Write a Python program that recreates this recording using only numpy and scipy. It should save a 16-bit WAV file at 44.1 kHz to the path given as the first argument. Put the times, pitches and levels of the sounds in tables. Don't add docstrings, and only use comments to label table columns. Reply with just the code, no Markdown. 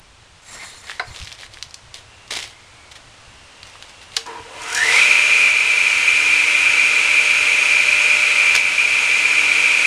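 import sys
import numpy as np
from scipy import signal
from scipy.fft import rfft, irfft
from scipy.io import wavfile
from scipy.ndimage import uniform_filter1d

SR = 44100
rng = np.random.default_rng(int(sys.argv[2]) if len(sys.argv) > 2 else 0)


def pcm_store(signal):
    levels = np.round(np.clip(np.atleast_2d(signal), -1, 1) * 32767)
    wavfile.write(sys.argv[1], SR, levels.astype(np.int16).T)


N = 434826

START_S, SPIN_UP_S, SHAFT_HZ = 4.256, 0.75, 59.86
# f/Hz, width/Hz, relative level/dB
PANEL_MODES = [(324, 41, -1.5), (456.7, 8.5, 5.5), (956, 83, 10), (1277, 120, 0), (1690, 160, 3)]


def gain_of(db):
    return 10 ** (np.asarray(db) / 20)


def unit_rms(x):
    return x / np.sqrt(np.mean(x ** 2) + 1e-20)


def at_peak(x, db):
    return gain_of(db) * x / abs(x).max()


def curve_db(points, hz):
    f, db = np.transpose(points)
    return np.interp(np.log(hz + 1), np.log(f + 1), db)


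def add(mix, start_s, sound):
    part = mix[round(start_s * SR):][:len(sound)]
    part += sound[:len(part)]


def resonate(x, hz, width_hz):
    carrier = np.exp(2j * np.pi * np.cumsum(hz * np.ones(len(x))) / SR)
    pole = np.exp(-np.pi * width_hz / SR)
    return 2 * (carrier * signal.lfilter([1 - pole], [1, -pole], x / carrier + 1e-18)).real


def noise_band(count, hz, *widths_hz):
    band = rng.standard_normal(count)
    for width_hz in widths_hz:
        band = resonate(band, hz, width_hz)
    return unit_rms(band)


def shaped(x, shape_db, size=2048):
    frames = dict(fs=SR, nperseg=size, noverlap=3 * size // 4)
    hz, t, spectra = signal.stft(x, **frames)
    gain = gain_of(shape_db(hz[:, None], t[None]))
    gain /= np.sqrt(np.mean(gain ** 2, axis=0))
    return signal.istft(spectra * gain, **frames)[1][:len(x)]


def stroke(length_s):
    count = round(length_s * SR)
    return np.arange(count) / count, signal.windows.tukey(count, min(1, 600 / count))


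def speed_at(t):
    return np.clip((t - START_S) / SPIN_UP_S, 0.02, 1)


def street(start_db=-49, rise_db_per_s=1.3, whine_db=-51.5):
    # f/Hz, relative density/dB
    spectrum = [(100, -53), (170, -7), (430, -6.5), (500, -4.5), (1000, -3), (1900, -5), (2800, -5),
                (5000, -10), (9000, -15.5), (14000, -36)]
    # t/s, length/s, start f/Hz, end f/Hz
    whines = [(2.066, 0.29, 2680, 2900), (2.498, 0.44, 2100, 2280), (3.1, 2.4, 2780, 2720)]
    wash = shaped(rng.standard_normal(N), lambda hz, s: curve_db(spectrum, hz))
    wash *= gain_of(start_db + rise_db_per_s * np.arange(N) / SR)
    for start_s, length_s, from_hz, to_hz in whines:
        u, _ = stroke(length_s)
        whine = noise_band(len(u), from_hz + (to_hz - from_hz) * u, 120)
        add(wash, start_s, gain_of(whine_db) * np.hanning(len(u)) ** 0.14 * whine)
    return wash


def wind(start_db=-51.5, drift_db_per_s=-0.1, lumps_db=2):
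    # f/Hz, relative density/dB
    spectrum = [(10, -7), (20, -8), (60, -5), (100, -2), (150, -13.5), (200, -24.5), (300, -58)]
    # t/s, length/s, level/dB
    gusts = [(1.045, 0.11, -36.5), (1.19, 0.063, -35)]
    strength = gain_of(start_db + drift_db_per_s * np.arange(N) / SR)
    for start_s, length_s, db in gusts:
        add(strength, start_s, gain_of(db) * np.hanning(round(length_s * SR)))
    rumble = shaped(rng.standard_normal(N), lambda hz, s: curve_db(spectrum, hz), size=4096)
    lumps = unit_rms(uniform_filter1d(rng.standard_normal(N), 2500))
    return strength * gain_of(lumps_db * lumps) * rumble


def garage_echo(x, t60_s=0.22, level_db=-10):
    t = np.arange(SR // 2) / SR
    tail = rng.standard_normal(len(t)) * gain_of(-60 * t / t60_s) * (t > 0.004)
    return gain_of(level_db) * signal.fftconvolve(x, tail / np.linalg.norm(tail))[:N]


def feet_on_grit(mix, grain_decay_s=0.00086):
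    # f/Hz, relative density/dB
    spectrum = [(150, -20), (600, -5), (1500, -7), (2100, 2), (2600, -3), (3200, 1.5), (4300, -2),
                (6000, -6.5), (9500, -12.5), (14000, -21)]
    # t/s, length/s, level/dB, change by the end/dB, grain rate/(1/s)
    scuffs = [(0.865, 0.14, -38.5, -9, 660), (1.14, 0.23, -39.5, -6, 1800), (1.376, 0.094, -39.5, 1, 570),
              (1.511, 0.16, -44.5, -10, 150), (1.938, 0.1, -37, -23, 640), (2.303, 0.24, -25, -26, 590),
              (2.911, 0.024, -34.5, -14, 1800), (2.951, 0.029, -37.5, -9, 2400),
              (3.624, 0.33, -48, -5, 200), (3.879, 0.04, -44.5, -5, 1200), (4.011, 0.037, -41.5, -4, 1200),
              (4.113, 0.059, -45.5, 16, 750)]
    for start_s, length_s, db, change_db, grains_per_s in scuffs:
        u, window = stroke(length_s)
        sizes = gain_of(7.9 * np.minimum(rng.exponential(1, len(u)), 2.6))
        grains = sizes * (rng.random(len(u)) < grains_per_s / SR)
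        bursts = signal.lfilter([1], [1, -np.exp(-1 / (grain_decay_s * SR))], grains)
        cracks = (unit_rms(bursts) + 0.94) * rng.standard_normal(len(u))
        crunch = shaped(unit_rms(cracks), lambda hz, s: curve_db(spectrum, hz), size=256)
        add(mix, start_s, gain_of(db + change_db * u ** 2) * window * crunch)


def board_slides(mix, sag_share=0.054, peak_share=0.26, flicker_db=3.6):
    # f/Hz, width/Hz, relative level/dB
    modes = [(1010, 690, -1), (1850, 48, -3), (2120, 130, 0), (3790, 59, -1.5), (4300, 120, -1),
             (5580, 90, -6), (6550, 200, -7), (7440, 190, 1.5), (9600, 730, -4.5)]
    # t/s, length/s, relative level below 3 kHz/dB, above/dB
    strokes = [(0.417, 0.41, -36, -37.5), (0.794, 0.19, -37, -48), (1.03, 0.17, -39.5, -43.5)]
    for start_s, length_s, low_db, treble_db in strokes:
        u, window = stroke(length_s)
        pitch = 1 - sag_share * (u - peak_share)
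        scrape = np.zeros(len(u))
        for hz, width_hz, db in modes:
            rub, contact = rng.standard_normal((2, len(u)))
            ring = unit_rms(resonate(rub, hz * pitch, width_hz) + 0.14 * resonate(rub, hz, 1700))
            contact_db = flicker_db * unit_rms(uniform_filter1d(contact, 1800))
            scrape += gain_of(db + (low_db if hz < 3000 else treble_db) + contact_db) * ring
        push_db = np.interp(u, [0, peak_share, 0.69, 1], [-25, -7, -10, -17.5])
        add(mix, start_s, gain_of(push_db) * window * scrape)


def knocks(mix, attack_s=0.0013, blur_share=0.16):
    # f/Hz, relative level/dB, t60/s
    modes = [(451, -14, 0.14), (716, -8, 0.16), (1035, -4, 0.1), (1400, 14, 0.018), (1550, -1, .07),
             (2040, 2, 0.045), (2640, -13, 0.068), (4030, -8, .04), (4870, -19, 0.2)]
    # t/s, peak/dB, pitch factor
    blows = [(0.9957, -9, 1.0), (4.168, -19, 1.1)]
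    t = np.arange(9000) / SR
    for start_s, peak_db, pitch in blows:
        ring = np.zeros(len(t))
        for hz, db, t60_s in modes:
            tone = np.sin(2 * np.pi * hz * pitch * t)
            blur = noise_band(len(t), hz * pitch, blur_share * hz, 10 * blur_share * hz)
            ring += gain_of(db - 60 * t / t60_s) * (tone + 0.67 * blur)
        add(mix, start_s, at_peak(ring * np.minimum(t / attack_s, 1), peak_db))


def ticks(mix, puff_t60_s=0.015, tail_t60_s=0.046):
    # t/s, peak/dB, f/Hz
    snaps = [(0.876, -29, 1800), (0.891, -24, 3200), (0.897, -12.5, 1690), (0.907, -18, 3300),
             (0.916, -17, 1890), (1.148, -23, 2600), (1.162, -18, 3600), (1.171, -21, 3500),
             (1.19, -22, 4000), (1.2, -19, 3800), (1.216, -18, 2900), (1.227, -19, 3800),
             (1.237, -24, 4500), (1.247, -20, 5000), (1.255, -23, 4000), (1.273, -18, 3000),
             (1.278, -19, 3500), (1.293, -25, 3500), (1.318, -18, 2680), (1.3265, -15.5, 4040),
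             (1.433, -20, 2080), (1.538, -22.5, 4160), (1.572, -23, 2200), (1.6265, -6.5, 3830),
             (1.637, -31, 4500), (1.642, -32, 4300), (1.696, -32, 5500), (1.709, -26, 4500),
             (1.7432, -13.5, 4870), (1.943, -14.5, 4080), (2.279, -27, 4500), (2.309, -13, 3800),
             (2.314, -12, 3500), (2.3535, -9, 3200), (2.366, -12, 3300), (2.39, -15, 3190),
             (2.428, -12.5, 3200), (2.44, -18, 3300), (2.454, -26, 3400), (3.631, -18.5, 3360),
             (3.67, -25.5, 5500), (3.755, -27.5, 1170), (3.825, -17, 3630), (4.1658, -6, 4970),
             (4.1673, -1, 3970), (4.1677, -4, 4200), (4.169, 0, 4230), (4.173, -9, 3000),
             (4.265, -19.5, 5040), (8.551, -1, 1840), (8.551, -5, 5350), (8.554, 0.5, 4600),
             (8.561, -5, 2400), (8.563, -1, 4900)]
    t = np.arange(4000) / SR
    decay = 0.35 * gain_of(-60 * t / puff_t60_s) + 0.14 * gain_of(-60 * t / tail_t60_s)
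    for start_s, peak_db, hz in snaps:
        snap = rng.standard_normal(len(t)) * decay
        snap[0] = 4.5
        ring = resonate(resonate(snap, hz, 0.55 * hz), hz, 1.4 * hz)
        thin = signal.lfilter(*signal.butter(2, 0.27 * hz, "high", fs=SR), ring)
        add(mix, start_s, at_peak(thin, peak_db))


def panel_jolt(mix, start_s=4.172, peak_db=-33):
    t = np.arange(9000) / SR
    ring = sum(gain_of(db) / width_hz * np.exp(-np.pi * width_hz * t) * np.sin(2 * np.pi * hz * t)
               for hz, width_hz, db in PANEL_MODES)
    add(mix, start_s, at_peak(ring, peak_db))


def switch_chatter(mix, hit_t60_s=0.017, tail_t60_s=0.25):
    # f/Hz, width/Hz, relative level/dB
    modes = [(5800, 680, 6), (6740, 450, 5), (8000, 500, -2), (9100, 1100, -14)]
    # t/s, peak/dB
    bounces = [(4.618, -19), (4.634, -23), (4.684, -24), (4.7012, -20), (4.727, -14.5), (4.748, -7),
               (4.775, -11), (4.834, -17)]
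    t = np.arange(6000) / SR
    decay = gain_of(-60 * t / hit_t60_s) + 0.36 * gain_of(-60 * t / tail_t60_s)
    for start_s, peak_db in bounces:
        rattle = rng.standard_normal(len(t)) * decay
        ring = sum(gain_of(db) * unit_rms(resonate(rattle, hz, width_hz)) for hz, width_hz, db in modes)
        add(mix, start_s, at_peak(ring, peak_db))


def switch_rasp(mix, start_s=4.75, length_s=0.3, level_db=-32.5, catches_per_s=900):
    # f/Hz, width/Hz, relative level/dB
    modes = [(3820, 200, -1), (5600, 270, 0)]
    u, window = stroke(length_s)
    catches = (rng.random(len(u)) < catches_per_s / SR) * rng.standard_normal(len(u))
    ring = sum(gain_of(db) * unit_rms(resonate(catches, hz, width_hz)) for hz, width_hz, db in modes)
    add(mix, start_s, gain_of(level_db) * window * ring)


def moan(mix, start_s=4.44, length_s=0.17, from_hz=470, to_hz=600, level_db=-43):
    u, _ = stroke(length_s)
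    tone = noise_band(len(u), from_hz + (to_hz - from_hz) * u, 37)
    add(mix, start_s, gain_of(level_db) * np.hanning(len(u)) ** 0.21 * tone)


def motor_hum(t, speed, hum_hz=120, kick_end_s=4.39):
    # multiple of hum_hz, relative level/dB
    harmonics = [(1, -17), (4, -8), (6, -4), (8, 0)]
    # t/s, gain/dB
    pull = [(4.25, -40), (4.28, -36), (4.39, -39.5), (4.43, -43.5), (4.6, -38), (4.8, -36), (4.93, -29.5),
            (5.0, -40), (5.2, -66)]
    hum = sum(gain_of(db) * noise_band(len(t), k * hum_hz, 20) for k, db in harmonics)
    growl = sum(gain_of(db) * noise_band(len(t), hz, width_hz, 36 * width_hz)
                for hz, width_hz, db in PANEL_MODES)
    growl_db = -7.5 - 6 * np.clip((t - kick_end_s) / 0.045, 0, 1)
    pull_db = np.interp(t, *np.transpose(pull))
    return gain_of(pull_db) * (hum * speed ** 0.7 + gain_of(growl_db) * growl)


def shaft_tones(t, speed, step_gain, swell_period_s=3.03):
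    # shaft multiple, relative level/dB, width/Hz
    lines = [(4, -58, 6), (72.96, -47, 5), (73.5, -50, 5), (109.45, -39.5, 22), (111.46, -46, 30)]
    # shaft multiple, mean level/dB, swing/dB, loudest t/s, rising share of cycle
    drones = [(5, -52, 6, 6.25, 0.088), (10, -44, 4, 8.12, 0.73)]
    tones = step_gain * sum(gain_of(db + 1.5) * noise_band(len(t), k * SHAFT_HZ * speed, width_hz)
                            for k, db, width_hz in lines)
    turns = np.cumsum(SHAFT_HZ * speed) / SR
    for k, db, swing_db, loudest_s, rising in drones:
        swell = signal.sawtooth(2 * np.pi * ((t - loudest_s) / swell_period_s + rising), rising)
        tones += np.sqrt(2) * gain_of(db + swing_db * swell) * np.sin(2 * np.pi * k * turns)
    return tones * speed ** 8


def cabinet_db(hz):
    # f/Hz, width/Hz, gain/dB
    bands = [(462, 72, 14.5), (610, 154, 5), (954, 71, 6), (1094, 26, -21), (1640, 166, -4),
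             (1950, 156, -3.5), (2033, 110, 7.5), (2215, 43, -13), (2394, 27, 2.5), (2440, 20, 7),
             (2482, 43, -8.5), (3206, 43, -20), (3208, 180, 9.5), (3950, 72, 5)]
    return sum(db / (1 + (2 * (hz - f) / width_hz) ** 2) for f, width_hz, db in bands)


def blade_rush(t, speed, strain, full_db=-20.5, strain_db=7, shudder_db=-40.5, shudder_t60_s=1.9):
    # f/Hz, relative density/dB
    spectrum = [(100, -69), (160, -34), (600, -29.5), (1100, -16), (1450, -8.5), (1900, -11.5),
                (2400, -5.5), (3500, -16), (9000, -22), (14000, -36.5)]
    air = shaped(rng.standard_normal(len(t)), lambda hz, s: curve_db(spectrum, hz) + cabinet_db(hz))
    drag = gain_of(full_db + strain_db * strain) * speed ** 3.13
    shudder = gain_of(shudder_db - 60 * (t - START_S) / shudder_t60_s)
    return air * np.hypot(drag, shudder)


def tooth_whistle(t, speed, strain, full_db=-14, strain_db=3.5, lock_speeds=(0.6, 0.7)):
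    # f/Hz, relative density/dB
    spectrum = [(1300, -42), (1900, -26.5), (2200, -4), (2340, 2.5), (2440, 2), (2520, 0.5), (2800, -12),
                (3400, -34.5), (4500, -57)]

    def shape_db(hz, elapsed_s):
        frame_speed = speed_at(t[0] + elapsed_s)
        return curve_db(spectrum, hz / frame_speed) * np.sqrt(2 - frame_speed) + cabinet_db(hz)

    eddies = shaped(rng.standard_normal(len(t)), shape_db)
    lock_db = np.interp(speed, lock_speeds, [-12, 0])
    return eddies * gain_of(full_db + strain_db * strain + lock_db) * speed ** 2.9


def saw(mix, attack_s=0.0049, ease_s=0.075, step_s=0.034, recover_s=0.38):
    # t/s, change/dB
    steps = [(5.06, 1.5), (5.49, -2.5), (8.58, -3.5)]
    t = np.arange(round(START_S * SR), N) / SR
    speed = speed_at(t)
    strain = np.exp(-np.maximum(t - START_S - 0.946 * SPIN_UP_S, 0) / ease_s)
    step_gain = gain_of(sum(db * np.clip((t - s) / step_s, 0, 1) * np.exp(-abs(t - s) / recover_s)
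                            for s, db in steps))
    air = tooth_whistle(t, speed, strain) + blade_rush(t, speed, strain)
    running = step_gain * air + shaft_tones(t, speed, step_gain) + motor_hum(t, speed)
    add(mix, START_S, np.minimum((t - t[0]) / attack_s, 1) * running)


def scene():
    handling, machine = np.zeros((2, N))
    board_slides(handling)
    feet_on_grit(handling)
    ticks(handling)
    switch_chatter(machine)
    knocks(handling)
    for source in (saw, panel_jolt, moan, switch_rasp):
        source(machine)
    return (handling + garage_echo(handling) + machine + street() + wind())[None]


def record(dry, ceiling=0.95, cutoff_hz=13940):
    # f/Hz, gain/dB
    response = [(9000, -1), (10200, -1.5), (10900, -14), (11300, -11.5), (12100, -5.5), (13000, -15),
                (14000, -22)]
    coloured = irfft(rfft(dry) * gain_of(curve_db(response, np.fft.rfftfreq(N, 1 / SR))), N)
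    rounded = coloured / (1 + (abs(coloured) / ceiling) ** 6) ** (1 / 6)
    lowpass = signal.firwin(511, cutoff_hz, window=("kaiser", 9), fs=SR)
    return signal.oaconvolve(rounded, lowpass[None], "same")


dry = scene()
out = record(dry)
pcm_store(out)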